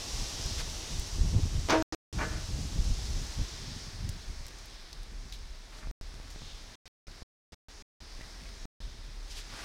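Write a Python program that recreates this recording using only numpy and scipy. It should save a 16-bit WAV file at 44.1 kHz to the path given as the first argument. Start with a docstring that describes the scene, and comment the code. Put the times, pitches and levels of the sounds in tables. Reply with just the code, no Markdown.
"""Dust storm behind a metal door

Fan palms hiss and patter in the street, air rushes round the houses, and gusts buffet the microphone
of a hand-held phone. The metal door clanks, chatters and scrapes; as it is drawn to, the hiss dulls
and the doorway throbs. Handling makes small clicks, and the sound cuts out several times, with short
low thumps at and between some of the cuts."""
import sys
import numpy as np
from scipy import signal
from scipy.fft import rfft, irfft, next_fast_len
from scipy.io import wavfile
from scipy.ndimage import uniform_filter1d

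SR = 44100
rng = np.random.default_rng(int(sys.argv[2]) if len(sys.argv) > 2 else 0)


def materialize(psi):
    """Save the field psi as 16-bit PCM at rate SR to the path in sys.argv[1].

    A 1-D psi becomes a single channel; in a 2-D psi each row is a channel.
    """
    bounded = np.clip(np.atleast_2d(psi).T, -1, 1)
    quanta = np.round(bounded * 32767).astype(np.int16)
    wavfile.write(sys.argv[1], SR, quanta)


N = 425124
TIME = np.arange(N) / SR


def undb(db):
    """Decibels to gain."""
    return 10 ** (np.asarray(db) / 20)


def unit(x):
    """Scale to rms 1."""
    return x / np.sqrt(np.mean(x ** 2))


def automation(points):
    """Straight ramps through (time [s], value) points, one value a sample."""
    return np.interp(TIME, *np.transpose(points))


def noise():
    """White noise."""
    return rng.standard_normal(N)


def colour(x, points):
    """EQ x through (frequency [Hz], gain [dB]) points, 20 dB an octave down beyond the ends; rms 1."""
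    size = next_fast_len(N)
    octave = np.log2(np.maximum(np.fft.rfftfreq(size, 1 / SR), 1))
    hz, db = np.transpose(points)
    octaves_outside = np.abs(octave - np.clip(octave, np.log2(hz[0]), np.log2(hz[-1])))
    gain = undb(np.interp(octave, np.log2(hz), db) - 20 * octaves_outside)
    return unit(irfft(rfft(x, size) * gain, size)[:N])


def wander(rate):
    """A smooth random modulator that changes rate times a second; rms 1."""
    hold = int(SR / rate)
    steps = noise()[np.arange(N) // hold]
    return unit(uniform_filter1d(uniform_filter1d(steps, hold), hold))


def waver(depth_db, rate):
    """A gain that wanders by depth_db rms, rate times a second."""
    return undb(depth_db * wander(rate))


def grains(rate, spread_db):
    """Tiny impacts of uneven size, rate a second; rms 1."""
    hits = rng.random(N) < rate / SR
    return unit(hits * noise() * undb(spread_db * np.minimum(rng.exponential(size=N), 4)))


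def level_out(x, seconds):
    """Ride the gain to take the slow swells out of a noise."""
    return x / np.sqrt(uniform_filter1d(x ** 2, int(seconds * SR)) + 1e-9)


def fade(start, decay):
    """An envelope with an instant attack and an exponential tail."""
    age = TIME - start
    return (age >= 0) * np.exp(-np.clip(age / decay, 0, 50))


# the door closing off the wind: (time [s], shelter [0 open to 1 shut])
DOOR_CLOSING = [(2.9, 0), (3.3, 0.27), (4.0, 0.93), (4.7, 0.99)]


def shelter():
    """How far the door has closed, 0-1."""
    return np.clip(automation(DOOR_CLOSING), 0, 1)


def door_crossfade(exposed, sheltered):
    """Equal-power crossfade from the open-door sound to the sheltered one as the door closes."""
    return np.sqrt(1 - shelter()) * exposed + np.sqrt(shelter()) * sheltered


# the wind's strength, heard as frond hiss: (time [s], level [dB])
WIND_LEVEL = [(0.0, -42), (0.25, -41), (0.9, -43), (1.25, -45.5), (2.45, -46.5), (3.25, -45.6), (4.1, -51),
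              (4.55, -52.5), (5.1, -55.5), (5.7, -55.5), (6.33, -53.5), (6.75, -53.5), (7.2, -55),
              (8.0, -55), (8.3, -52), (9.0, -56), (9.64, -52)]
# bright fronds through the open door: (frequency [Hz], gain [dB])
FRONDS_OPEN_EQ = [(1060, -33.5), (1800, -16), (2610, -5), (5810, 1.5), (15100, -25.5), (15800, -29)]
# duller fronds from behind the door: (frequency [Hz], gain [dB])
FRONDS_SHELTERED_EQ = [(1060, -10.5), (1800, -3.5), (1880, -5.5), (2220, -5), (2910, -8), (4080, -4),
                       (5170, -3.5), (7230, -13), (9240, -14.5), (11200, -22), (15100, -27.5), (15800, -28)]


def fronds(wind_db):
    """Countless leaf tips brush and tap, crowns swell in turn; the closing door dulls the hiss."""
    crowns = sum(colour(noise(), [(hz / 1.8, -14), (hz, 0), (hz * 1.5, -14)]) * waver(3.74, rate=7)
                 for hz in (3600, 5200, 6400))
    exposed = noise() * waver(0.5, rate=22) + 0.39 * grains(rate=2500, spread_db=4) + undb(-18.5) * crowns
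    sheltered = noise() + 0.43 * grains(rate=1500, spread_db=4) + undb(-11.5) * crowns
    hiss = door_crossfade(colour(exposed, FRONDS_OPEN_EQ), colour(sheltered, FRONDS_SHELTERED_EQ))
    return hiss * undb(wind_db)


# the midrange body of the wind: (frequency [Hz], gain [dB])
RUSH_EQ = [(150, -1), (300, 1), (400, 1.5), (520, -2), (650, -2), (900, -2.5), (1350, -6), (1900, -6),
           (2600, -10.5), (4000, -23.5)]
RUSH_DB, BREEZE_DB, RUSH_SLOPE = -55.5, -50, 0.81  # RUSH_DB with the wind at BREEZE_DB; dB per dB of wind


def air_rush(wind_db):
    """Air rushes round the houses, riding the wind; narrow bands swell and sink on their own."""
    air = colour(noise(), RUSH_EQ)
    swirl = sum(colour(noise(), [(hz / 1.15, -18), (hz, 0), (hz * 1.15, -18)]) * waver(2.3, rate=6)
                for hz in (378.6, 650, 814, 1095, 1980))
    rush_db = RUSH_DB + RUSH_SLOPE * (wind_db - BREEZE_DB)
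    return (air + undb(-19.5) * swirl) * undb(rush_db)


# gusts on the microphone: (peak time [s], length [s], large eddy drive [dB], small eddy drive [dB])
GUST_SWELLS = [(0.19, 0.1, -34, -43), (0.463, 0.17, -42, -38.5), (0.61, .07, -33.5, -41),
               (0.75, 0.13, -42, -46), (0.979, 0.087, -36, -36.5), (1.228, 0.13, -29, -32.5),
               (1.394, 0.13, -32, -30), (1.566, .13, -32, -32), (1.85, 0.28, -41, -38),
               (2.191, 0.074, -35, -31.5), (2.342, .12, -36, -36.5), (2.57, 0.18, -38.5, -38),
               (2.843, 0.18, -32, -32), (3.134, 0.23, -33, -41.5), (3.406, 0.048, -29, -35),
               (3.684, 0.33, -44.5, -47.5), (4.062, 0.18, -41, -42.5), (4.3, 0.17, -37, -45.5),
               (4.51, 0.15, -47.5, -55), (5.02, 0.14, -45, -61), (5.188, 0.15, -41.5, -53),
               (5.46, .18, -41.5, -59), (5.962, 0.2, -36.5, -53), (6.415, 0.49, -47.5, -55.5),
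               (7.106, 0.083, -53, -58), (8.25, 0.19, -44.5, -56), (8.502, 0.13, -47, -53.5),
               (8.776, 0.22, -37.5, -55), (8.996, 0.098, -42.5, -52), (9.265, 0.29, -43.5, -60)]
GUST_SQUARENESS = 1.9  # 2 is a bell, more is a flatter top with steeper sides
DRAUGHT_OPEN_DB, DRAUGHT_SHELTERED_DB = (-48.5, -52.5), (-50.5, -61)  # each for (large, small) eddies


def gusts():
    """Envelopes of the large and small eddies: gusts swell over a draught that the door weakens."""
    draught_db = np.outer(DRAUGHT_OPEN_DB, 1 - shelter()) + np.outer(DRAUGHT_SHELTERED_DB, shelter())
    power = undb(draught_db) ** 2
    for time, length, large_db, small_db in GUST_SWELLS:
        swell = np.exp(-np.minimum(np.abs(2 * (TIME - time) / length) ** GUST_SQUARENESS, 50))
        power += np.outer(undb([large_db, small_db]) ** 2, swell)
    return np.sqrt(power)


# sub rumble of the large eddies: (frequency [Hz], gain [dB])
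RUMBLE_EQ = [(12, -16), (22, -6.5), (32, 3.5), (48, -4), (65, -7), (100, -30.5)]
# bass flutter of the small eddies, door open: (frequency [Hz], gain [dB])
FLUTTER_OPEN_EQ = [(40, -16.5), (62, -2), (80, 2), (120, -5), (190, -13.5), (280, -20.5), (600, -34),
                   (1500, -59)]
# their flutter behind the door: (frequency [Hz], gain [dB])
FLUTTER_SHELTERED_EQ = [(45, -9.5), (75, 3.5), (115, 1.5), (170, -6), (240, -8), (400, -27.5), (1000, -35)]
THROB_HZ, THROB_WANDER, THROB_DB = 34, 0.1712, -3  # pitch, its rms drift as a fraction, mix level


def buffeting():
    """Eddies rumble on the microphone in puffs; behind the door they also set the doorway throbbing."""
    large_eddies, small_eddies = gusts()
    rumble = level_out(colour(noise(), RUMBLE_EQ), seconds=0.11) * undb(-2 * shelter())
    throb_hz = THROB_HZ * (1 + THROB_WANDER * wander(rate=14))
    throb = shelter() * undb(THROB_DB) * unit(np.sin(2 * np.pi * np.cumsum(throb_hz) / SR))
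    exposed = level_out(colour(noise() * waver(4, rate=45), FLUTTER_OPEN_EQ), seconds=0.08)
    sheltered = level_out(colour(noise() * waver(5.4, rate=45), FLUTTER_SHELTERED_EQ), seconds=0.08)
    flutter = door_crossfade(exposed, sheltered)
    puffs = unit(waver(2.5, rate=16))
    return large_eddies * (rumble + throb) + small_eddies * flutter * puffs


# ticks and creaks of the grip: (time [s], level [dB], centre [Hz], bandwidth [Hz], decay [s])
HANDLING_CLICKS = [(.459, -47, 10900, 7000, .004), (.996, -40, 8000, 6000, 0.0035),
                   (4.091, -37, 6400, 5000, 0.0038), (4.466, -42, 7000, 5000, 0.0022),
                   (4.482, -43, 5500, 4000, 0.0023), (4.585, -50, 5460, 2000, .008),
                   (4.657, -52, 10000, 3000, .004), (4.929, -39.5, 4630, 1080, 0.0037),
                   (5.031, -48.5, 5300, 2524, 0.0046), (5.324, -37.5, 3680, 1100, 0.0039),
                   (5.335, -46.5, 4000, 1400, 0.02), (6.302, -51, 5450, 2500, 0.02),
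                   (8.209, -50, 1950, 150.3, 0.029), (8.456, -52, 2270, 78.7, .016)]


def handling_clicks():
    """Short dry ticks and creaks of the hand on the phone, each a noise burst in one resonance."""
    out = np.zeros(N)
    for time, db, hz, bandwidth, decay in HANDLING_CLICKS:
        resonance = signal.iirpeak(hz, hz / bandwidth, fs=SR)
        out += undb(db) * fade(time, decay) * unit(signal.lfilter(*resonance, noise()))
    return out


# wind pops on the microphone: (time [s], peak level [dB], length [s])
EDDY_SLAPS = [(0.46, -24.5, 0.0073), (0.995, -24.5, 0.013), (1.214, -16, 0.0097), (1.365, -13.5, 0.0079),
              (1.436, -17, 0.0071), (1.582, -27, 0.0054), (2.803, -19, 0.014), (2.887, -23.5, 0.013),
              (2.916, -20, 0.016), (3.426, -25.5, 0.0068), (4.051, -25, 0.0071), (4.097, -25.5, 0.0071)]


def eddy_slaps():
    """The strongest eddies strike singly: a pressure peak with suction on either side."""
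    out = np.zeros(N)
    for time, db, length in EDDY_SLAPS:
        offset = (TIME - time) / (length / 2)
        near = np.abs(offset) < 5
        out[near] += undb(db) * (1 - offset[near] ** 2) * np.exp(-offset[near] ** 2 / 1.3)
    return out


# modes of the metal door: (frequency [Hz], gain [dB], free ring time to -60 dB [s])
DOOR_MODES = [(318, 0, .85), (458, -8, .6), (639, -1, .6), (765, -13, .55), (912, -14, .6), (938, -7, .5),
              (1050, -15, .3), (1208, -12, .35), (1262, -13, .25), (1371, -13, .4), (1482, -12, .4),
              (1534, -11, .4), (1591, -14, .3), (1725, -12, .55), (1825, -15, .35), (1890, -15, .3),
              (2085, -18, .3), (2405, -18, .2)]


def door_ring(force, damping=1):
    """The panel's modes ring in answer to a force; damping above 1 chokes them, as contact does."""
    out = np.zeros(N)
    for hz, db, t60 in DOOR_MODES:
        radius = np.exp(-np.log(1000) * damping / (t60 * SR))
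        angle = 2 * np.pi * hz / SR
        resonator = [0, radius * np.sin(angle)], [1, -2 * radius * np.cos(angle), radius ** 2]
        out += undb(db) * signal.lfilter(*resonator, force + 1e-18)
    return out


# the door dragging: (peak time [s], length [s], grind [dB], ring drive [dB], hiss [dB])
DOOR_SCRAPES = [(0.598, 0.037, -44.5, -69, -41), (2.191, 0.0073, -42, -43, -58),
                (2.225, 0.037, -31.5, -32.5, -58), (2.312, 0.16, -47.5, -46, -60),
                (5.737, 0.031, -55.5, -81, -58), (5.784, 0.038, -60, -58, -54.5),
                (5.835, 0.025, -54, -53, -70), (9.318, 0.029, -74, -78, -48), (9.383, 0.042, -58, -77, -45),
                (9.61, 0.17, -48, -65, -49)]
# the gritty body of a scrape: (frequency [Hz], gain [dB])
GRIND_EQ = [(200, 1), (450, 1.5), (800, 3.5), (1500, 6), (2500, 2.5), (3300, -11.5), (6000, -27),
            (12000, -42)]
# its hissing top: (frequency [Hz], gain [dB])
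SCRAPE_HISS_EQ = [(1200, -24), (2500, -1.5), (5000, 1.5), (8000, -7), (12000, -16), (15500, -27)]


def door_scrapes():
    """Metal drags on metal: dense slips grind, hiss and set the panel ringing."""
    grind, drive, hiss = np.zeros((3, N))
    for time, length, grind_db, drive_db, hiss_db in DOOR_SCRAPES:
        push = np.exp(-np.minimum((2 * (TIME - time) / length) ** 2 / 2, 50))
        grind += push * undb(grind_db)
        drive += push * undb(drive_db)
        hiss += push * undb(hiss_db)
    slips = unit(noise() * waver(2.2, rate=300))  # the contact grips and lets go
    # the slips are short, so they reach the high modes best
    force = colour(slips, [(300, -11.5), (650, -14.5), (1000, -13.5), (1650, -8), (2500, -0.5)])
    ring = undb(-34.5) * door_ring(drive * force, damping=2.07)
    return grind * colour(slips, GRIND_EQ) + hiss * colour(noise(), SCRAPE_HISS_EQ) + ring


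# blows on the door: (time [s], ring [dB], clatter [dB], crack [dB])
DOOR_BLOWS = [(1.687, -49.5, -30, -39), (1.697, -34, -25, -28), (1.7044, -32, -26, -23.5),
              (1.715, -46, -30.5, -38), (1.822, -51.5, -47.5, -32.5), (1.924, -43, -40.5, -36)]
# the rattling tail of a blow: (frequency [Hz], gain [dB])
CLATTER_EQ = [(120, -23), (300, 4.5), (450, 6), (700, 2), (1300, -3), (2200, -7), (3500, -11.5),
              (6000, -24.5), (9000, -34), (15000, -52)]
# its sharp attack: (frequency [Hz], gain [dB])
CRACK_EQ = [(250, -13), (440, 9.5), (650, 5), (1000, 9.5), (3000, -6), (6000, 6), (7500, -13), (10000, -29),
            (15000, -42.5)]


def door_clanks():
    """The door strikes and rattles: each blow cracks, stirs a dense clatter and rings the panel."""
    force, clatter_power, crack_power = np.zeros((3, N))
    for time, ring_db, clatter_db, crack_db in DOOR_BLOWS + door_chatter(count=5):
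        force[int(time * SR)] += undb(ring_db)
        clatter_power += (undb(clatter_db) * fade(time, decay=0.041)) ** 2
        crack_power += (undb(crack_db) * fade(time, decay=0.0084)) ** 2
    clatter = np.sqrt(clatter_power) * colour(noise(), CLATTER_EQ)
    crack = np.sqrt(crack_power) * colour(noise(), CRACK_EQ)
    return door_ring(force) + clatter + crack


CHATTER_START_S, CHATTER_GAP_S = 1.7227, 0.0063
CHATTER_DB, CHATTER_LOSS_DB = (-33, -29, -34), 3  # first rebound (ring, clatter, crack); loss per bounce


def door_chatter(count):
    """After the hardest blow the door rebounds on its frame: evenly spaced blows, each one weaker."""
    return [(CHATTER_START_S + k * CHATTER_GAP_S, *(np.array(CHATTER_DB) - k * CHATTER_LOSS_DB))
            for k in range(count)]


# short low thumps, several where the sound cuts out or comes back: (time [s], level [dB])
LOW_THUMPS = [(5.872, -31), (6.011, -35.5), (6.141, -37.5), (6.2, -35.5), (6.361, -33.5), (6.42, -34),
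              (6.642, -44), (7.082, -38), (7.222, -33), (7.531, -37), (8.193, -36), (8.211, -34),
              (8.653, -34)]


def low_thumps():
    """Each thump is a quick step that leaks away."""
    return sum(undb(db) * (fade(time, decay=0.0036) - fade(time, decay=0.00008))
               for time, db in LOW_THUMPS)


def scene():
    """Wind, door, handling clicks and thumps, mixed in mono."""
    wind_db = automation(WIND_LEVEL)
    wind = fronds(wind_db) + air_rush(wind_db) + buffeting() + eddy_slaps()
    door = door_scrapes() + door_clanks()
    return (wind + door + handling_clicks() + low_thumps())[None]


# hard cuts to silence: (start [s], end [s])
MUTES = [(1.825, 1.924), (1.948, 2.1275), (5.9125, 6.012), (6.755, 6.8556), (6.879, 7.069),
         (7.2315, 7.5214), (7.5445, 7.685), (7.824, 8.004), (8.655, 8.8038)]
HIGH_CUT_HZ = 15900


def record(dry):
    """The sound drops to silence now and then, and a steep low-pass takes off the very top."""
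    gate = np.ones(N)
    for start, end in MUTES:
        gate[int(start * SR):int(end * SR)] = 0
    high_cut = signal.ellip(10, 0.1, 70, HIGH_CUT_HZ, fs=SR, output="sos")
    return signal.sosfilt(high_cut, dry * gate)


dry = scene()
out = record(dry)
materialize(out)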